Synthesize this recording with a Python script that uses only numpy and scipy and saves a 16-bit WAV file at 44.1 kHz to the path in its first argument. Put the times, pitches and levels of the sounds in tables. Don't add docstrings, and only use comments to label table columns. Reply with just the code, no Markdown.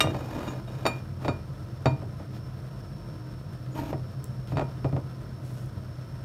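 import sys
import numpy as np
from scipy import signal
from scipy.fft import rfft, irfft
from scipy.io import wavfile
from scipy.ndimage import uniform_filter1d

SR = 44100
rng = np.random.default_rng(int(sys.argv[2]) if len(sys.argv) > 2 else 0)


def transcribe(signal):
    frames = np.atleast_2d(signal).T
    limited = np.clip(frames, -1, 1)
    pcm = np.round(limited * 32767).astype(np.int16)
    wavfile.write(sys.argv[1], SR, pcm)


N = 275575
TIME, HZ = np.arange(N) / SR, np.fft.rfftfreq(N, 1 / SR)
AFTER = TIME[:SR // 2]
KNOCK_HZ = np.fft.rfftfreq(len(AFTER), 1 / SR)


# f/Hz, relative level/dB
RUMBLE_TONE = [(20, -50), (33, -32), (48, -13.5), (63, -16), (90, -10), (150, -9.5), (200, -22),
               (260, -51.5), (400, -73)]
SIMMER_TONE = [(100, -19), (210, 8.5), (270, 1), (400, -1.5), (680, -3), (800, -12), (1450, -10.5),
               (2200, -20.5), (5600, -24), (6400, -29), (7700, -33.5), (8500, -28), (10500, -33),
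               (14000, -32.5), (16000, -45)]
# f/Hz, width/Hz, boost/dB
KETTLE_RESONANCES = [(47.6, 16, 3), (93.2, 7.2, 7.5), (128.3, 16, 12.5), (191.2, 8.4, 6.5), (242, 18, -1.5),
                     (272, 6, 0), (305.6, 12, 10.5), (340.4, 9.2, 10), (932.4, 20, 9.5), (1022, 27, 8.5),
                     (1290, 105, 5), (5350, 37, 17.5)]

def kettle(rumble_db=-37, surge_db=1.08, simmer_db=-46.5, flutter_db=1.0, hiss_share=0.67):
    body_db = boost(KETTLE_RESONANCES, HZ)
    rumble = coloured(pops(per_s=900, spread_db=2.5), curve(RUMBLE_TONE, HZ) + body_db)
    rumble /= np.sqrt(uniform_filter1d(rumble ** 2, SR // 7))
    rumble *= gain(rumble_db + surge_db * drift(hz=1))
    bubbles = pops(per_s=5000, spread_db=3.0) * gain(flutter_db * drift(hz=16))
    hiss = hiss_share * rng.standard_normal(N)
    simmer = coloured(bubbles + hiss, curve(SIMMER_TONE, HZ) + body_db)
    return rumble + gain(simmer_db) * simmer


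# t/s, level/dB
WHINE_LEVELS = [(0, -66), (1.1, -66.5), (1.8, -69), (2.45, -67.5), (3.1, -61), (3.6, -71), (4.3, -63.5),
                (4.95, -71), (6.25, -65.5)]

def whine(pitch_hz=5400, waver_hz=44, flicker_db=0.5):
    cycles = np.cumsum(pitch_hz + waver_hz * drift(hz=133)) / SR
    level_db = np.interp(TIME, *np.transpose(WHINE_LEVELS)) - flicker_db * drift(hz=40)
    return gain(level_db) * np.sin(2 * np.pi * cycles)


# f/Hz, level/dB, time to fade by 60 dB/s
WORKTOP_NOTES = [(95.7, -4, 0.29), (131.3, 3.5, 0.19), (144, -3.5, 0.22), (156, -27, 0.22),
                 (271.4, -6.5, 0.096), (280, -14, 0.12)]
MUG_NOTES = [(1206, -6, .22), (2404, -2, .09), (2821, -2, .095), (3060, -9, .06), (3720, 3, .07),
             (4540, -20, .08), (5250, -12, .09), (5787, -15, .17), (6950, -15, .09), (7280, -16, .08),
             (8440, -4, .06), (8950, -17, .08), (9150, -19, .09), (10850, -25, .1), (11480, -19, .11),
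             (12100, -22, .09), (12750, -24, .08), (14200, -23, .08), (14630, -20, .09)]
PLATE_NOTES = [(2190, -14, 0.11), (2420, 1, 0.25), (2540, 5, 0.035), (3730, 3.5, 0.085), (4560, 5.5, 0.092),
               (5480, 1.5, 0.034), (7010, 2, 0.053), (7140, -6, 0.17), (9000, 0.5, 0.12), (11100, -10, .15),
               (14180, 10, .075)]
# f/Hz, relative level/dB
CLACK_TONE = [(60, -43), (150, -17), (260, -1), (450, -4), (680, -3.5), (820, -4.5), (1000, -5.5),
              (1500, -8.5), (2600, -4), (3200, -5.5), (8000, -2.5), (16000, -25)]
# f/Hz, time to fade by 60 dB/s
CLACK_FADE = [(200, 0.25), (700, 0.089), (2000, 0.061), (6000, 0.051), (15000, 0.069)]
# f/Hz, width/Hz, boost/dB
WOOD_RESONANCES = [(290, 25, 0.5), (311.3, 13.6, 6), (345, 12, 2), (465, 60, -1), (500, 10, -1.5),
                   (575, 43, 5), (645, 26, 7), (764, 25, 3.5), (940.3, 25, 5.5), (1014, 30, 3),
                   (1130, 21, 3), (1243, 45, 7.5), (1410, 47, 7), (1690, 32, 0.5), (1890, 77, 4)]
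# t/s, clack level/dB, treble cutoff/Hz (higher for a harder hit), thump level/dB, ring level/dB
MUG_KNOCKS = [(.0055, 20, 2800, -52, -18), (.04, 20.5, 720, -19, -61), (.072, 20.5, 650, -35, -34),
              (.146, 13.5, 865, -28, -57), (.478, 1, 1100, -59, -41), (.677, -9, 1090, -57, -51.5),
              (3.799, 2, 600, -48, -62), (3.929, 18.5, 640, -23, -69)]
PLATE_KNOCKS = [(.854, 23, 930, -40, -34), (.864, 21.5, 1450, -35, -30.5), (1.248, 18.5, 740, -33, -46),
                (1.281, 22, 980, -20, -39.5), (1.857, 26.5, 940, -14.5, -34.5), (1.925, 7, 500, -24, -72),
                (2.02, 9.5, 650, -31, -73), (2.199, 6.7, 650, -27.5, -62), (4.521, 11, 720, -19.5, -62),
                (4.556, 8.1, 604, -21.5, -50), (4.5705, 18, 950, -34, -49), (4.583, 15, 900, -35, -56),
                (4.595, 16.5, 880, -35, -57), (4.611, 18, 755, -32, -57), (4.8445, 22, 550, -19, -50.5),
                (4.927, 14.2, 560, -18.5, -69), (4.9645, 16.5, 664, -24.5, -68)]

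def knocks(swell_s=0.01, ring_rise_s=0.00071, crack_s=0.0015):
    out = np.zeros(N)
    thump = -ringing(WORKTOP_NOTES) * (1 - np.exp(-AFTER / swell_s))
    crack = 1 + 0.63 * np.exp(-AFTER / crack_s)
    wood_db = curve(CLACK_TONE, KNOCK_HZ) + boost(WOOD_RESONANCES, KNOCK_HZ)
    for hits, notes in (MUG_KNOCKS, MUG_NOTES), (PLATE_KNOCKS, PLATE_NOTES):
        for start, clack_db, cutoff_hz, thump_db, ring_db in hits:
            burst = dying_noise(CLACK_FADE) * crack
            chance_db = 10 * np.log10(uniform_filter1d(abs(rfft(burst)) ** 2, size=70))
            contact_db = -10 * np.log10(1 + (KNOCK_HZ / cutoff_hz) ** 4.58)
            clack = coloured_hit(burst, wood_db + contact_db - chance_db)
            ring = ringing(notes, cutoff_hz=6.3 * cutoff_hz) * (1 - np.exp(-AFTER / ring_rise_s))
            add(out, start, gain(clack_db) * clack + gain(thump_db) * thump + gain(ring_db) * ring)
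    return out


# t/s, level/dB, strongest f/Hz
BRIGHT_TICKS = [(.0055, -3, 11100), (0.8636, -14, 8700), (1.281, -31, 6000), (1.858, -20.5, 6400),
                (3.663, -20, 1800), (4.242, -12.5, 9250), (4.474, -17, 3540), (4.573, -15, 3960),
                (4.585, -15, 2500), (4.596, -5, 2500), (5.66, -30, 11100), (5.956, -26, 2780)]

def ticks(fade_s=0.00074, db_per_octave=13):
    out = np.zeros(N)
    for start, level_db, centre_hz in BRIGHT_TICKS:
        snap = rng.standard_normal(len(AFTER)) * np.exp(-AFTER / fade_s)
        snap /= np.linalg.norm(snap)
        octaves_away = abs(np.log2((KNOCK_HZ + 1) / centre_hz))
        add(out, start, coloured_hit(snap, level_db - db_per_octave * octaves_away))
    return out


# f/Hz, relative level/dB
JUDDER_TONE = [(120, -2.5), (280, 8), (420, 0), (900, -2.5), (1250, -10.5), (1700, -16), (2100, -20.5),
               (4000, -45), (7000, -57), (16000, -79)]
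GRIT_TONE = [(1000, 6), (3000, 9), (7000, 0), (8000, -5), (9300, -0.5), (10500, -12), (12000, 1.5),
             (13200, -12), (14500, -3), (16000, -18)]
# f/Hz, width/Hz, boost/dB
PLATE_RESONANCES = [(1670, 180, 6), (2440, 110, 12.5), (2850, 120, 5), (3740, 64, 13), (4600, 39, 12.5),
                    (6750, 73, 12), (7300, 100, 9), (12000, 300, 2), (14500, 150, 7)]
MUG_RESONANCES = [(287, 30, 12.3), (938, 72, 8.7), (1710, 280, 1.9), (2400, 350, 5.4), (6670, 150, 8.8),
                  (11440, 150, 11), (12120, 150, 10), (14000, 400, 4)]
# t/s, time to speed up/s, length/s, judder level/dB, grit level/dB
PLATE_PUSHES = [(.08, 0.014, .24, -39.5, -53.5), (.32, 0.037, 0.19, -36.5, -51.5),
                (.5, 0.011, 0.1, -44, -59), (.67, 0.0088, 0.32, -47, -59.5)]
MUG_PUSHES = [(3.74, 0.044, 0.075, -32, -47.5), (3.83, 0.033, 0.083, -40, -53.5)]
JAR_PUSHES = [(1.19, 0.069, 0.066, -36.5, -52), (2.32, .03, .05, -53, -58),
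              (4.474, 0.0046, 0.057, -53, -58)]

def slides(stop_s=0.013, grip_db=2):
    out = np.zeros(N)
    wood_db = curve(JUDDER_TONE, HZ) + boost(WOOD_RESONANCES, HZ)
    things = (PLATE_PUSHES, PLATE_RESONANCES), (MUG_PUSHES, MUG_RESONANCES), (JAR_PUSHES, [])
    for pushes, resonances in things:
        body_db = boost(resonances, HZ)
        judder = coloured(pops(per_s=2500, spread_db=1.5), wood_db + body_db)
        grit = coloured(pops(per_s=4500, spread_db=1.5), curve(GRIT_TONE, HZ) + body_db)
        grip = gain(grip_db * drift(hz=55))
        for start, rise_s, length_s, judder_db, grit_db in pushes:
            scrape = gain(judder_db) * judder + gain(grit_db) * grit
            out += stroke(start, rise_s, length_s, stop_s) * grip * scrape
    return out


# t/s, level/dB
CHINA_SQUEAKS = [(.475, -48.5), (3.712, -56)]

def squeaks(pitch_hz=6750, rise_s=0.01, fade_s=0.042):
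    out = np.zeros(N)
    swell = (1 - np.exp(-AFTER / rise_s)) * np.exp(-AFTER / fade_s)
    for start, level_db in CHINA_SQUEAKS:
        add(out, start, gain(level_db) * swell * np.sin(2 * np.pi * pitch_hz * AFTER))
    return out


# f/Hz, relative level/dB
CLOTH_TONE = [(1000, -2), (3000, 2), (7000, 2), (10500, 0), (13000, -1), (16000, -13)]

def cloth(level_db=-61):
    rustle = coloured(pops(per_s=6600, spread_db=2.5), curve(CLOTH_TONE, HZ))
    return gain(level_db) * stroke(start=5.425, rise_s=0.029, length_s=0.18, stop_s=0.065) * rustle


# f/Hz, time to fade by 60 dB/s
ECHO_FADE = [(150, 0.35), (1000, 0.39), (4000, 0.22), (15000, 0.17)]

def kitchen(sound, echo_db=-12, delay_s=0.0083):
    out = sound.copy()
    echo = signal.fftconvolve(sound, dying_noise(ECHO_FADE))[:N]
    add(out, delay_s, gain(echo_db) * echo)
    return out


def gain(db):
    return 10 ** (np.asarray(db) / 20)


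def unit_level(x):
    return x / np.sqrt(np.mean(x ** 2) + 1e-20)


def curve(points, hz):
    point_hz, values = np.transpose(points)
    return np.interp(np.log(hz + 1), np.log(point_hz + 1), values)


def boost(resonances, hz):
    return sum(db * np.exp2(-(2 * (hz - centre) / width) ** 2) for centre, width, db in resonances)


def add(mix, start, sound):
    part = mix[max(round(start * SR), 0):][:len(sound)]
    part += sound[:len(part)]


def coloured(x, tone_db):
    return unit_level(irfft(rfft(x) * gain(tone_db), N))


def coloured_hit(x, tone_db):
    log_gain = np.log(gain(np.maximum(np.r_[tone_db, tone_db[-2:0:-1]], -100)))
    response = np.exp(np.conj(signal.hilbert(log_gain)))[:len(tone_db)]
    return irfft(rfft(x) * response, len(x))


def drift(hz):
    return coloured(rng.standard_normal(N), -10 * np.log10(1 + (HZ / hz) ** 4))


def pops(per_s, spread_db):
    size = gain(spread_db * np.minimum(rng.exponential(1, N), 4))
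    return unit_level(size * rng.choice([-1, 1], N) * (rng.random(N) < per_s / SR))


def dying_noise(fade_times):
    hz, t, bands = signal.stft(rng.choice([-1., 1.], len(AFTER)), SR, nperseg=128)
    fade = gain(-60 * t / curve(fade_times, hz)[:, None])
    fade /= np.linalg.norm(fade, axis=1, keepdims=True)
    burst = signal.istft(bands * fade, SR)[1][:len(AFTER)]
    return burst / np.linalg.norm(burst)


def ringing(notes, cutoff_hz=np.inf):
    out = np.zeros(len(AFTER))
    for hz, level_db, fade_s in notes:
        strength = gain(level_db - 60 * AFTER / fade_s) * np.exp(-(hz / cutoff_hz) ** 2)
        out += strength * np.sin(2 * np.pi * hz * AFTER)
    return out


def stroke(start, rise_s, length_s, stop_s):
    speed = np.clip((TIME - start) / rise_s, 0, 1)
    return speed ** 0.8 * np.exp(-np.maximum(TIME - start - length_s, 0) / stop_s)


def scene():
    handling = knocks() + ticks() + slides() + squeaks()
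    return (kettle() + whine() + kitchen(handling + cloth()))[None]


def record(dry, low_cut_hz=36, high_cut_hz=15850):
    bass_cut = signal.butter(N=4, Wn=low_cut_hz, btype="high", fs=SR, output="sos")
    treble_cut = signal.firwin(511, high_cut_hz, window=("kaiser", 9), fs=SR)
    return signal.oaconvolve(signal.sosfilt(bass_cut, dry), treble_cut[None], "same")


dry = scene()
out = record(dry)
transcribe(out)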